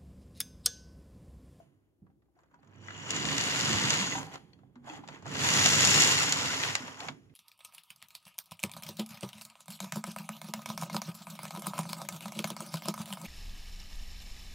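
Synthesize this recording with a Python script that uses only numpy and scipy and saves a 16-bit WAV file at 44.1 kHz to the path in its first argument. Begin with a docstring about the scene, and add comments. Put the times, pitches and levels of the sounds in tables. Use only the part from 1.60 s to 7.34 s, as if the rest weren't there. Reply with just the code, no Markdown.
"""In a quiet room, a model locomotive rolls forward and back on its track, close to two microphones.
Gear teeth and wheels chatter: uneven bursts of noise pass through the resonances of the metal shell.
The baseboard drums as low resonant noise, the motor hums, and rail joints, wheels and rods click
and ring as short decaying cracks and tones.
While the engine stands, the layout creaks and knocks softly over a faint room hush."""
import sys
import numpy as np
from scipy import signal
from scipy.fft import rfft, irfft, next_fast_len
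from scipy.io import wavfile
from scipy.ndimage import uniform_filter1d, map_coordinates

SR = 44100
rng = np.random.default_rng(int(sys.argv[2]) if len(sys.argv) > 2 else 0)


def master_out(mix):
    """Clip the mix to full scale and print it as 16-bit PCM to the path in sys.argv[1]."""
    frames = np.transpose(np.atleast_2d(mix))
    ceiling = np.clip(frames, -1, 1)
    pcm = np.round(ceiling * 32767).astype(np.int16)
    wavfile.write(sys.argv[1], SR, pcm)


def to_linear_factor(level_db):
    """Convert decibel levels (scalar or array-like) to linear amplitude factors."""
    exponent = np.asarray(level_db, float) / 20
    return 10 ** exponent


N = 253134  # length in samples

# Loose rods, couplings and plates. Each row: own pitch in Hz, relative strength in dB.
LOOSE_PARTS = [(800, 0), (1000, 0.5), (1420, 5), (1650, -0.5), (1980, 6), (2590, 2), (3400, -12),
               (4450, 2.5), (6000, 0.5)]


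def unit(x):
    """Scaled to rms 1."""
    return x / np.sqrt(np.mean(x ** 2) + 1e-20)


def along(points, hz):
    """Reads a curve of (Hz, value) points on a log frequency axis."""
    f, v = np.transpose(points)
    return np.interp(np.log(hz + 1), np.log(f + 1), v)


def over_time(points):
    """Reads a curve of (seconds, value) points at every sample."""
    return np.interp(np.arange(N) / SR, *np.transpose(points))


def wobble(rate):
    """A smooth random curve with this many knots a second."""
    knots = rng.standard_normal(int(N * rate / SR) + 4)
    return map_coordinates(knots, [np.arange(N) * rate / SR])


def filtered(x, response):
    """Sound x multiplied by a complex response of frequency."""
    m = 2 * next_fast_len(N // 2 + SR // 4)
    return irfft(rfft(x, m) * response(np.fft.rfftfreq(m, 1 / SR)), m)[..., :N]


def causal(gain):
    """The minimum-phase response with this gain: it never sounds ahead of its cause."""
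    cepstrum = irfft(np.log(gain + 1e-6))
    half = len(cepstrum) // 2
    cepstrum[1:half] *= 2
    cepstrum[half + 1:] = 0
    return np.exp(rfft(cepstrum))


def modes(table, f):
    """Summed response of resonances, each given as (Hz, width in Hz, dB), with alternating signs."""
    return sum((-1) ** k * to_linear_factor(db) * 1j * f * width / (hz * hz - f * f + 1j * f * width)
               for k, (hz, width, db) in enumerate(table))


def band(k, colour, steep=4):
    """Causal response: a colour seen through band k (0 body, 1 mid, 2 treble, 3 top)."""
    # Borders between the four bands, in Hz.
    edges_hz = [500, 1500, 4500, 8600, 15800]
    lo, hi = edges_hz[k:k + 2]

    def response(f):
        low_side = 1 + (lo / (f + 1)) ** (2 * steep)
        high_side = 1 + (f / hi) ** (2 * steep)
        return causal(colour(f) / np.sqrt(low_side * high_side))
    return response


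def shell(f):
    """Gain of the metal shell with a microphone resonance: a broad colour with resonances on top."""
    # Broad colour. Each row: frequency in Hz, relative gain in dB.
    colour = [(710, -47), (1200, -4.5), (1750, -7), (1890, -6.5), (2270, -8.5), (2840, -9), (3380, -6),
              (5030, -8.5), (5540, -10), (6240, -8), (6950, -5.5), (8800, -20.5), (11300, -20),
              (15800, -37.5)]
    # Resonances of shell and microphone; the one at 6900 Hz is the microphone's.
    # Each row: frequency in Hz, width in Hz, strength in dB over the colour.
    resonances = [(1990, 170, -1), (2850, 336, -3), (3180, 110, -22.5), (4420, 75, -9.5),
                  (5530, 200, -11.5), (6900, 110, -4.5)]
    return to_linear_factor(along(colour, f)) * (1 + np.abs(modes(resonances, f)))


def rasp(envelope, response):
    """Two independent noises under an envelope, through a response, at rms 1."""
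    return unit(filtered(envelope * rng.standard_normal((2, N)), response))


def singing(table, width_hz):
    """Narrow noise around a slowly moving pitch, from rows of (seconds, Hz, dB)."""
    s, hz, db = np.transpose(table)
    t = np.arange(N) / SR
    phase = 2 * np.pi * np.cumsum(np.interp(t, s, hz)) / SR
    a, b = filtered(rng.standard_normal((2, 2, N)), lambda f: 1 / (1 + (f / width_hz) ** 2))
    return to_linear_factor(np.interp(t, s, db)) * unit(a * np.cos(phase) + b * np.sin(phase))


def chatter(per_s, spread_db, grain_s, share, rise_s=0.00017):
    """Envelope of tiny uneven contacts, each a short burst that dies fast, over smooth rolling."""
    hit, size = rng.random(N), rng.exponential(size=N)
    sizes = (hit < per_s / SR) * to_linear_factor(spread_db * np.minimum(size, 2.3))
    t = np.arange(SR // 20) / SR
    grain = to_linear_factor(-120 * t / grain_s) * (1 - np.exp(-t / rise_s))  # power falls 60 dB in grain_s
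    bursts = np.abs(signal.fftconvolve(sizes ** 2, grain)[:N]) / per_s
    share = np.clip(share, 0, 1)  # share of the power in single contacts
    return np.sqrt(share * bursts / np.mean(bursts) + 1 - share)


def room_tone():
    """The faint steady hush of the room: coloured noise, partly shared by the two microphones."""
    # Each row: frequency in Hz, relative level in dB.
    hush_colour = [(20, -28), (35, -23), (50, 4), (65, 10.5), (100, 0), (200, -16), (310, 5.5),
                   (500, -10.5), (800, -16), (1600, -44.5), (3000, -48.5)]
    common, own = unit(filtered(rng.standard_normal((2, N)), lambda f: to_linear_factor(along(hush_colour, f))))
    return to_linear_factor(-73) * np.array([common + 0.32 * own, 0.45 * common - 0.44 * own])


def walls(x):
    """The room's answer: a noise tail in which each frequency dies at its own speed."""
    # Each row: frequency in Hz, time to fall by 60 dB in seconds.
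    decay = [(150, 0.6), (1000, 0.15), (4000, 0.12), (12000, 0.014)]
    hz, t, z = signal.stft(rng.standard_normal((2, SR // 2)), SR, nperseg=256)
    tail = signal.istft(z * to_linear_factor(-60 * t / along(decay, hz)[:, None]), SR, nperseg=256)[1]
    late = np.pad(x, (300, 0))[None]  # the answer starts 300 samples late
    return signal.fftconvolve(late, tail / np.linalg.norm(tail[0]), axes=1)[:, :N]


def knocks():
    """Dull knocks in the layout: a few damped partials around each pitch."""
    # Each row: start in seconds, level in dB, pitch in Hz, time to fall by 60 dB in seconds.
    soft_hits = [(0.001, -42.5, 680, 0.043), (0.42, -41.5, 191, 0.064), (0.421, -52, 109, 0.14),
                 (0.766, -60.5, 712, 0.1), (0.939, -52, 966, 0.075), (3.16, -45, 242, 0.27),
                 (3.299, -38.5, 301, 0.15), (3.388, -38, 290, 0.084), (3.489, -43, 151, 0.14),
                 (3.658, -38.5, 168, 0.2), (5.418, -41.5, 284, 0.12), (2.249, -32, 136.4, 0.25),
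                 (2.4, -31, 192, 0.25), (2.482, -32.5, 253, 0.066), (2.528, -34.5, 220, .08),
                 (5.205, -33.5, 263, 0.055), (5.232, -34, 247, 0.064), (5.494, -35.5, 256, 0.076)]
    rise_cycles = 0.6  # deeper knocks swell more slowly
    t = np.arange(SR // 4) / SR
    out = np.zeros((2, N + SR))
    for s, db, hz, t60 in soft_hits:
        detune, at = rng.standard_normal((2, 3, 1)), round(s * SR)
        ratio = [[1], [1.45], [2.2]] * (1 + [[.01], [.06], [.06]] * detune)
        partials = to_linear_factor([[0], [-19], [-24]]) * np.sin(2 * np.pi * hz * t * ratio)
        swell = 1 - np.exp(-t * hz / rise_cycles)
        out[:, at:at + len(t)] += to_linear_factor(db - 60 * t / t60) * swell * partials.sum(1)
    return out[:, :N]


def clicks():
    """Wheels, rods and layout parts click: a crack of a few ms in four bands with a weak rattling tail."""
    # Each row: start in seconds, level in dB, body in dB and treble in dB against that level,
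    # ahead of the fixed band offsets below.
    hard_hits = [(0.4642, -75, 8, -12), (0.4986, -77, 7, -13), (.6197, -69.5, 0, -16), (.6544, -80, 3, -8),
                 (.76, -81, -1, -9), (.7894, -68, 8, 6), (.833, -68, 8, 6), (0.9117, -75, 11, -1),
                 (0.942, -70, 11, 12), (.989, -79, 3, -13), (1.029, -64, 7, 2), (1.046, -68, 6, 8),
                 (1.073, -67.5, 9, 10), (1.2288, -63, 5, 7), (1.284, -43, -8, -12),
                 (1.3055, -34.5, -10.5, -12), (1.506, -19.5, -31, 13), (1.5633, -26, -15.5, 11.5),
                 (1.6521, -15, -18.5, -4), (1.6866, -15.5, -19.5, -3), (1.7803, -20, -11.5, 11.5),
                 (1.8101, -24, -17, 13.5), (2.0093, -19.5, -19.5, 11), (2.0564, -26.5, -23, 4),
                 (2.092, -28, -7, 12), (2.1296, -18, -12.5, 6.5), (2.3042, -12, -16, 7.5),
                 (2.7227, -41, -9, -7), (2.755, -34.5, -5, -2.5), (2.932, -51, -22.5, -2),
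                 (2.9881, -61, 1, -17), (3.032, -69, 1, -20.5), (3.1555, -53.5, 2.5, -3),
                 (3.2426, -58.5, 5.5, 1), (3.272, -54, 14, -12), (3.2894, -50, 8.5, 8),
                 (3.4377, -48, 1, -15), (3.476, -40.5, -7, 5), (3.486, -32, -7, -3.5),
                 (3.6233, -53, 6.5, 10.5), (3.655, -47.5, 12, 4.5), (3.664, -44.5, 2, 12),
                 (3.7515, -22, -8, -16), (3.845, -21.5, -17, -2.5), (3.9376, -34, -11, 26),
                 (4.0596, -12, -8.5, 13), (4.1346, -17.5, -7.5, 7.5), (4.242, -26.5, -15.5, 15),
                 (4.2496, -17, -40, 19), (4.2512, -30, -35, 27), (4.4208, -25, -35, 30),
                 (4.272, -22.5, -12.5, 17.5), (4.372, -20.5, -11, -1), (4.414, -33, -16.5, 11),
                 (4.6317, -21, -34, 17), (4.7236, -15, -25, 15.5), (5.0344, -11.5, -16, -3.5),
                 (5.152, -11.5, -13.5, 5.5), (5.24, -48, -1, -9), (5.2779, -34, -1, -1),
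                 (5.4031, -25.5, -10.5, -1.5), (5.484, -20.5, -10, -12), (5.696, -57, -16.5, -23.5)]
    # How long each band lasts against the basic decay time; the bass lingers.
    stretch = [1.9, 1, .65, .5]
    t = np.arange(SR // 16) / SR
    parts = np.zeros((4, 2, N + SR))
    for s, db, body_db, treble_db in hard_hits:
        # clicks with more body last longer
        t60 = 0.027 * to_linear_factor(0.3 * (body_db + 8.5)) * np.reshape(stretch, (4, 1, 1))
        # duller contacts are softer and rise more slowly
        at, rise_s = round(s * SR), 0.0004 * to_linear_factor(-0.5 * treble_db)
        splinters = np.sign(rng.standard_normal((4, 2, len(t))))
        decay = to_linear_factor(-60 * t / t60) + to_linear_factor(-19 - 60 * t / .06)
        crack = splinters * (1 - np.exp(-t / rise_s)) * decay
        top_db = -30.5 + 0.82 * treble_db  # the highest band follows the treble
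        levels = to_linear_factor(db + np.array([body_db + 8.0, 5.5, treble_db + 2.5, top_db]))
        parts[:, :, at:at + len(t)] += levels[:, None, None] * crack
    colours = [np.ones_like, shell, shell, np.ones_like]
    return sum(filtered(p[:, :N], band(k, c)) for k, (p, c) in enumerate(zip(parts, colours)))


def jolts():
    """Jolted rods and couplings: a struck part rings at its own pitch and shakes its neighbours."""
    # Each row: start in seconds, level in dB, pitch rung hardest in Hz,
    # time to fall by 60 dB in seconds.
    strikes = [(0.467, -69, 1130, 0.068), (.5, -72, 785, .05), (.685, -76, 780, .05),
               (.788, -64, 940, 0.066), (.942, -60, 1520, 0.046), (.989, -66, 795, .04),
               (3.034, -58, 748, 0.038), (1.284, -36, 1830, 0.028), (1.305, -39, 1700, 0.032),
               (1.348, -44.5, 3180, .04), (2.483, -39, 3310, 0.037), (2.522, -32, 2020, 0.04),
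               (2.553, -37, 960, 0.13), (2.58, -39, 1450, 0.052), (2.603, -48, 780, 0.086),
               (2.672, -50.5, 787, 0.1), (2.756, -36, 800, 0.026), (2.932, -62, 2400, 0.04),
               (2.934, -66, 3070, .07), (2.932, -63, 4400, 0.033), (3.272, -53, 806, 0.028),
               (3.437, -46.5, 820, 0.038), (3.297, -44, 2595, 0.06), (3.336, -47, 800, 0.036),
               (3.38, -46, 835, .04), (3.845, -32, 1004, 0.16), (5.222, -45, 1460, 0.067),
               (5.415, -45, 785, 0.034), (5.474, -48, 776, 0.04), (5.4845, -31, 2260, 0.034),
               (5.4871, -35, 1130, 0.03), (5.695, -72, 2580, .06), (5.7, -71.5, 2110, .06)]
    scatter_db, spread_db_per_oct = 2.5, 13.5  # parts pitched away from the struck one ring less
    t = np.arange(SR // 12) / SR
    out = np.zeros((2, N + SR))
    part_hz = np.array(LOOSE_PARTS)[:, :1]
    for s, db, hz, t60 in strikes:
        detune, size, turn = rng.standard_normal((3, len(LOOSE_PARTS) + 1, 1))
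        pitch = np.vstack([[[hz]], part_hz * (1 + 0.027 * detune[1:])])
        away_db = spread_db_per_oct * np.abs(np.log2(pitch / hz))
        level = to_linear_factor(db - away_db + scatter_db * size - 60 * t / t60)
        ring = [np.sum(level * np.sin(2 * np.pi * pitch * t + lag), axis=0) for lag in (0, 3.4 * turn)]
        at = round(s * SR)
        out[:, at:at + len(t)] += (1 - np.exp(-t / 0.00038)) * ring
    return out[:, :N]


def drumming(moving):
    """The baseboard drums: slow uneven bursts of noise excite its low resonances."""
    # Baseboard resonances. Each row: frequency in Hz, width in Hz, strength in dB.
    board_modes = [(99.5, 26, -6.5), (135.5, 18, -0.5), (163, 23.5, -2), (217.5, 14, -5.5), (265.7, 17, -2),
                   (350, 186, -12.5)]
    thuds = chatter(60, 3.6, grain_s=0.051, share=0.25 * moving, rise_s=0.0064)
    return rasp(thuds, lambda f: modes(board_modes, f) * modes([(165, 710, 0)], f))


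def motor_hum():
    """Rectified track current buzzes in the motor: a 100 Hz tone, unsteady in level and phase."""
    # Swells in each run, strongest near 4 s. Each row: time in seconds, middle level in dB.
    hum_level = [(0, -76), (.9, -83), (1.1, -61), (1.3, -50), (1.45, -55.5), (1.6, -54), (2.1, -57.5),
                 (2.55, -66.5), (2.8, -75), (3.5, -74), (3.75, -56), (4, -45.5), (4.4, -51.5), (4.9, -48),
                 (5.15, -48.5), (5.35, -77), (5.74, -80)]
    t = np.arange(N) / SR
    level = to_linear_factor(over_time(hum_level) + 1.7 * wobble(12.0))
    return level * np.sin(2 * np.pi * 100 * t + 0.5 * wobble(6.0))


def pings(t60, scatter, spread_db, count):
    """Loose parts ring briefly at their own pitches, at random moments."""
    when, part, turn = rng.random((3, count, 1))
    chosen = (part * len(LOOSE_PARTS)).astype(int)[:, 0]
    hz, db = np.array(LOOSE_PARTS)[chosen].T[..., None]
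    hz = hz * (1 + scatter * rng.standard_normal((count, 1)))
    n = np.arange(SR // 25)
    level_db = db + spread_db * rng.standard_normal((count, 1)) - 60 * n / SR / t60
    size = to_linear_factor(level_db) * (1 - np.exp(-n / 30))
    at = ((when * N).astype(int) + n).ravel()
    takes = [size * np.sin(2 * np.pi * (hz * n / SR + lag)) for lag in (0, turn)]
    return unit(np.array([np.bincount(at, v.ravel(), N)[:N] for v in takes]))


def loose_rattle(gears, jerky):
    """Loose parts shake in uneven bursts of noise, and the hollow of the body booms."""
    # Colour of the rattle. Each row: frequency in Hz, relative level in dB.
    rattle_colour = [(200, -32), (330, -11.5), (440, -2), (560, -4.5), (800, -4), (1000, 0), (1300, -3.5),
                     (1700, -4.5), (3000, -18.5), (6000, -38)]
    # Boom as the engine coasts. Each row: time in seconds, pitch in Hz, level in dB against the rattle.
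    hollow = [(2.5, 993.8, -27), (2.56, 990, -3), (2.62, 800, 2), (2.72, 780, -8), (2.8, 799, 1),
              (3.22, 820, -3), (3.3, 800, 5.5), (3.42, 842, -7), (3.6, 917, -7), (3.75, 904.4, -17),
              (5.2, 1001, -18.5), (5.33, 1048, -7), (5.38, 1016, -6), (5.41, 778, 2), (5.49, 720, -5),
              (5.54, 719, -8)]
    loose = chatter(130, 3.4, grain_s=0.012, share=0.58 * jerky) + .5 * gears
    return rasp(loose, lambda f: causal(to_linear_factor(along(rattle_colour, f)))) + singing(hollow, width_hz=110)


def wheel_hiss(wheels):
    """Wheel contacts hiss through the shell in the treble, with a broad whistle."""
    # Broad whistle near 6.9 kHz, strongest against the hiss when movement is slow.
    # Each row: time in seconds, pitch in Hz, level in dB against the hiss.
    whistle = [(.1, 6900, -1), (.75, 6900, 13), (1.2, 6917, 4.5), (1.5, 6900, 1.5), (1.9, 6900, -11.5),
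               (2.3, 6775, -7), (2.59, 6680, 5), (2.63, 6705, -10.5), (3.25, 6900, 2), (3.65, 6780, -7),
               (3.8, 6780, -8.5), (4.1, 6900, -3), (4.45, 7155, -5), (4.8, 7060, -9), (5.1, 6960, -20.5),
               (5.4, 6740, -3)]
    hiss = rasp(wheels, band(2, shell, steep=3.7))
    return hiss + unit(wheels) * singing(whistle, width_hz=330)


def gear_whirr(gears, wheels, whirr_db):
    """Gear teeth chatter through the shell, which also sings and whines in narrow bands."""
    # Slow gears excite little above the shell's main ring. Each row: frequency in Hz, gain in dB.
    slow_dull = [(3300, -0.5), (3600, -5), (4300, -5)]
    # The boiler shell sings. Each row: time in seconds, pitch in Hz, level in dB against the whirr.
    song = [(.98, 2900, -14), (1.1, 2938, -11), (1.3, 2900, -2), (1.45, 2880, -4), (1.8, 2870, -8),
            (2.1, 2860, -9), (2.55, 2815, -10), (2.63, 3300, -16.5), (3.25, 3344, -8), (3.6, 3290, -18),
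            (3.72, 2860, -13), (4.3, 2767, -9), (5.1, 2850, -12), (5.22, 2850, -29.5)]
    # A whine over the singing. Each row: time in seconds, pitch in Hz, level in dB against the whirr.
    whine = [(1.05, 5750, -20), (1.2, 5750, -13), (1.5, 5700, -16), (1.7, 5650, -28), (2.6, 4500, -19),
             (2.7, 4450, -12), (3.4, 4450, -28), (3.62, 4420, -19), (3.75, 4450, -16), (3.85, 4450, -26),
             (3.9, 5700, -12), (4.02, 5700, -6.5), (4.3, 5500, -10), (4.6, 5500, -12)]
    teeth = rasp(gears + 0.46 * wheels, band(1, shell))
    fast = np.clip((whirr_db + 48) / 12, 0, 1)
    dull = filtered(teeth, lambda f: to_linear_factor(along(slow_dull, f)))
    teeth = fast * teeth + (1 - fast) * dull
    return teeth + unit(gears + 1) * singing(song, width_hz=85) + singing(whine, width_hz=220)


def effort():
    """The running curve with the shudders added in power, and the shudders' share of it."""
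    # How hard the engine runs, forward then back. Each row: time in seconds, effort as dB of gear whirr.
    running_effort = [(0, -71.5), (.1, -84.5), (.4, -101), (.74, -102), (1.1, -78.5), (1.26, -57),
                      (1.35, -52.5), (1.44, -48.5), (1.52, -39), (1.86, -34.5), (2.05, -32), (2.17, -33),
                      (2.34, -31), (2.5, -37.5), (2.57, -41.5), (2.69, -57.5), (2.86, -73), (3.13, -89),
                      (3.6, -79), (3.68, -49), (3.83, -32.5), (3.97, -28.5), (4.18, -27), (4.4, -25),
                      (4.54, -28.5), (4.76, -33.5), (4.96, -35.5), (5.1, -37), (5.19, -46), (5.33, -51.5),
                      (5.47, -56.5), (5.52, -67.5), (5.74, -82)]
    # Short shudders as slack is taken up or let go. Each row: time of the peak in seconds,
    # peak in dB of gear whirr, hold in seconds, fall in dB per second.
    shudders = [(0.766, -88, .05, 115), (0.939, -91.5, 0.022, 100.5), (1.044, -85.5, 0.034, 100.5),
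                (2.738, -50.5, 0.011, 407), (3.17, -86.5, 0.036, 130), (3.276, -55, 0.096, 296.5),
                (3.437, -67.5, 0.017, 306), (3.496, -55.5, 0.059, 200.5), (5.4, -51.5, 0.082, 301.5)]
    rise_db_per_s = 603
    t = np.arange(N) / SR
    running = to_linear_factor(2 * over_time(running_effort))
    shaking = np.zeros(N)
    for s, db, hold_s, fall in shudders:
        before_db = np.maximum(rise_db_per_s * (s - t), 0)
        after_db = np.maximum(fall * (t - s - hold_s), 0)
        shaking += to_linear_factor(2 * (db - before_db - after_db))
    return 10 * np.log10(running + shaking), shaking / (running + shaking)


def locomotive():
    """Most sounds of running follow one effort curve; the hum has its own level."""
    # Brightness of the top end over time, against what effort alone gives.
    # Each row: time in seconds, brightness in dB.
    bright = [(0, 14), (.72, 0), (.77, 10), (1.1, -15), (1.3, -26), (1.6, -5.5), (1.85, 3), (2.5, 0),
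              (2.62, 6), (2.7, 4.5), (3.2, 4), (3.6, -9.5), (3.85, 8), (4.4, 9.5), (4.75, 3.5), (5, 4.5),
              (5.3, 1), (5.5, 2.5), (5.74, 8)]
    # The motor's pull shakes the baseboard even before the wheels gather speed, and a low hush
    # stays at rest. Each row: time in seconds, level in dB.
    idle = [(0, -65), (.12, -67), (.22, -77), (.41, -80), (.43, -63.5), (.6, -76), (.73, -82), (1, -70.5),
            (1.18, -56.5), (1.35, -51.5), (2.3, -39), (2.6, -48), (2.8, -61), (3.13, -64), (3.4, -58),
            (3.62, -54.5), (3.7, -45.5), (3.95, -34.5), (4.4, -42), (5.2, -70.5), (5.3, -87), (5.52, -50.5),
            (5.6, -62.5), (5.74, -62)]
    t = np.arange(N) / SR
    whirr_db, shudder = effort()
    bright_db = over_time(bright)

    def follow(db, slope, tilt):
        """Level that is db at an effort of -35 dB, with slope per dB of effort, tilt per dB of brightness."""
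        return db + slope * (whirr_db + 35) + tilt * bright_db

    rolling = np.clip((whirr_db + 66) / 6, 0, 1)  # below -66 dB of effort nothing rolls
    moving = np.maximum(rolling, shudder)
    creeping = uniform_filter1d(1. * (t > .74) * (t < 1.2), size=SR // 25)
    hiss_db = follow(-39, 1.173, 0.16) - 1.5 * creeping
    fizz_db = follow(-56.5, 0.88, 0.81)
    # slack parts rattle more in a shudder, and lie still at rest
    rattle_db = follow(-40.5, 0.69, .01) + 0.5 * shudder - 8.5 * (1 - np.maximum(creeping, moving))
    drum_db = follow(-44, 0.73, .01)
    board_db = 10 * np.log10(to_linear_factor(2 * drum_db) + to_linear_factor(2 * over_time(idle)))

    # share of single contacts in the rolling noise: .7 creeping, .06 still, .53 running
    jerky = np.where(creeping > .5, .7, .06 + (.53 - .06) * rolling)
    pace = np.clip((whirr_db + 75) / 35, 0, 1)  # louder running is faster: more contacts a second
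    lurch = wobble(29)  # uneven running moves several layers together
    wheels = chatter(70 + 380 * pace, 3.4, grain_s=.0065, share=jerky)
    gears = chatter(70 + 300 * pace, 4, grain_s=.008, share=jerky)

    board = to_linear_factor(board_db + 0.097 * lurch + 2.2 * rolling * wobble(7)) * drumming(moving)
    hum = motor_hum() * [[1], [0]]  # only in the part common to both microphones
    ring_level = to_linear_factor((whirr_db + rattle_db) / 2 - 1) * jerky
    ringing = ring_level * pings(t60=.03, scatter=.06, spread_db=3, count=1400)
    rattle = to_linear_factor(rattle_db + 0.57 * lurch + 0.64 * wobble(25)) * loose_rattle(gears, jerky)
    fizz = to_linear_factor(fizz_db + 1.0 * lurch) * rasp(wheels + 1.1, band(3, shell, steep=38))
    hiss = to_linear_factor(hiss_db + 0.25 * lurch) * wheel_hiss(wheels)
    whirr = to_linear_factor(whirr_db + 0.56 * lurch + 0.65 * wobble(35)) * gear_whirr(gears, wheels, whirr_db)
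    return board + hum + ringing + rattle + fizz + hiss + whirr


def ports(pair):
    """One sound at two microphone ports: a common part that reaches the left first, the rest unrelated."""
    # Lead of the left port, ahead of the side factors below. Each row: frequency in Hz, lead in radians.
    lead = [(0, 0), (520, .4), (1290, 1.5), (1900, 2.3), (3600, 3), (5400, 5), (7150, 6.4), (15800, 14)]
    # Left over right, ahead of the side factors below. Each row: frequency in Hz, difference in dB.
    left_db = [(60, -3), (150, -7.5), (380, -7), (950, -2.0), (2380, 0.5), (5980, 1), (15000, 0)]
    # Each row: frequency in Hz, share common to both ports ahead of those factors.
    alike = [(60, .93), (250, .88), (600, .45), (1200, .6), (2500, .44), (5000, .45), (12000, .25)]

    def half(hz, side):
        shift = np.exp(side * .5j * np.interp(hz, *np.transpose(lead)))
        return to_linear_factor(side * along(left_db, hz) / 2) * shift

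    def split(hz):
        turn = np.arccos(np.clip(along(alike, hz), 0, 1)) / 2
        return np.array([np.cos(turn), np.sin(turn)])

    common, own = filtered(pair, split)
    both = np.array([common + own, common - own])
    return filtered(both, lambda hz: np.array([half(hz, 0.87), half(hz, -1.0)]))


def scene():
    """Everything on the layout, with the room's answer to the hits and the room's hush."""
    hits, rings = clicks() + knocks(), jolts()
    direct = ports(locomotive() + hits + rings)
    answer = to_linear_factor(-13.5) * walls(hits[0] + 0.69 * rings[0])
    return direct + answer + room_tone()


def low_pass(x):
    """Removes everything above the highest recorded frequency."""
    return signal.sosfilt(signal.butter(12, 16310, fs=SR, output="sos"), x)


def record(dry):
    """A very faint steady noise floor, unrelated left and right, is added; nothing above 15830 Hz is kept."""
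    # Colour of the noise floor. Each row: frequency in Hz, relative level in dB.
    floor_colour = [(300, -7), (2000, -3.5), (3500, -2.5), (8000, -4), (11000, -0.5), (15800, -3)]
    floor = to_linear_factor(-91.5) * rasp(1, lambda f: to_linear_factor(along(floor_colour, f)))
    mix = filtered(dry + floor, lambda f: f < 15830)
    return low_pass(mix)


dry = scene()
out = record(dry)
master_out(out)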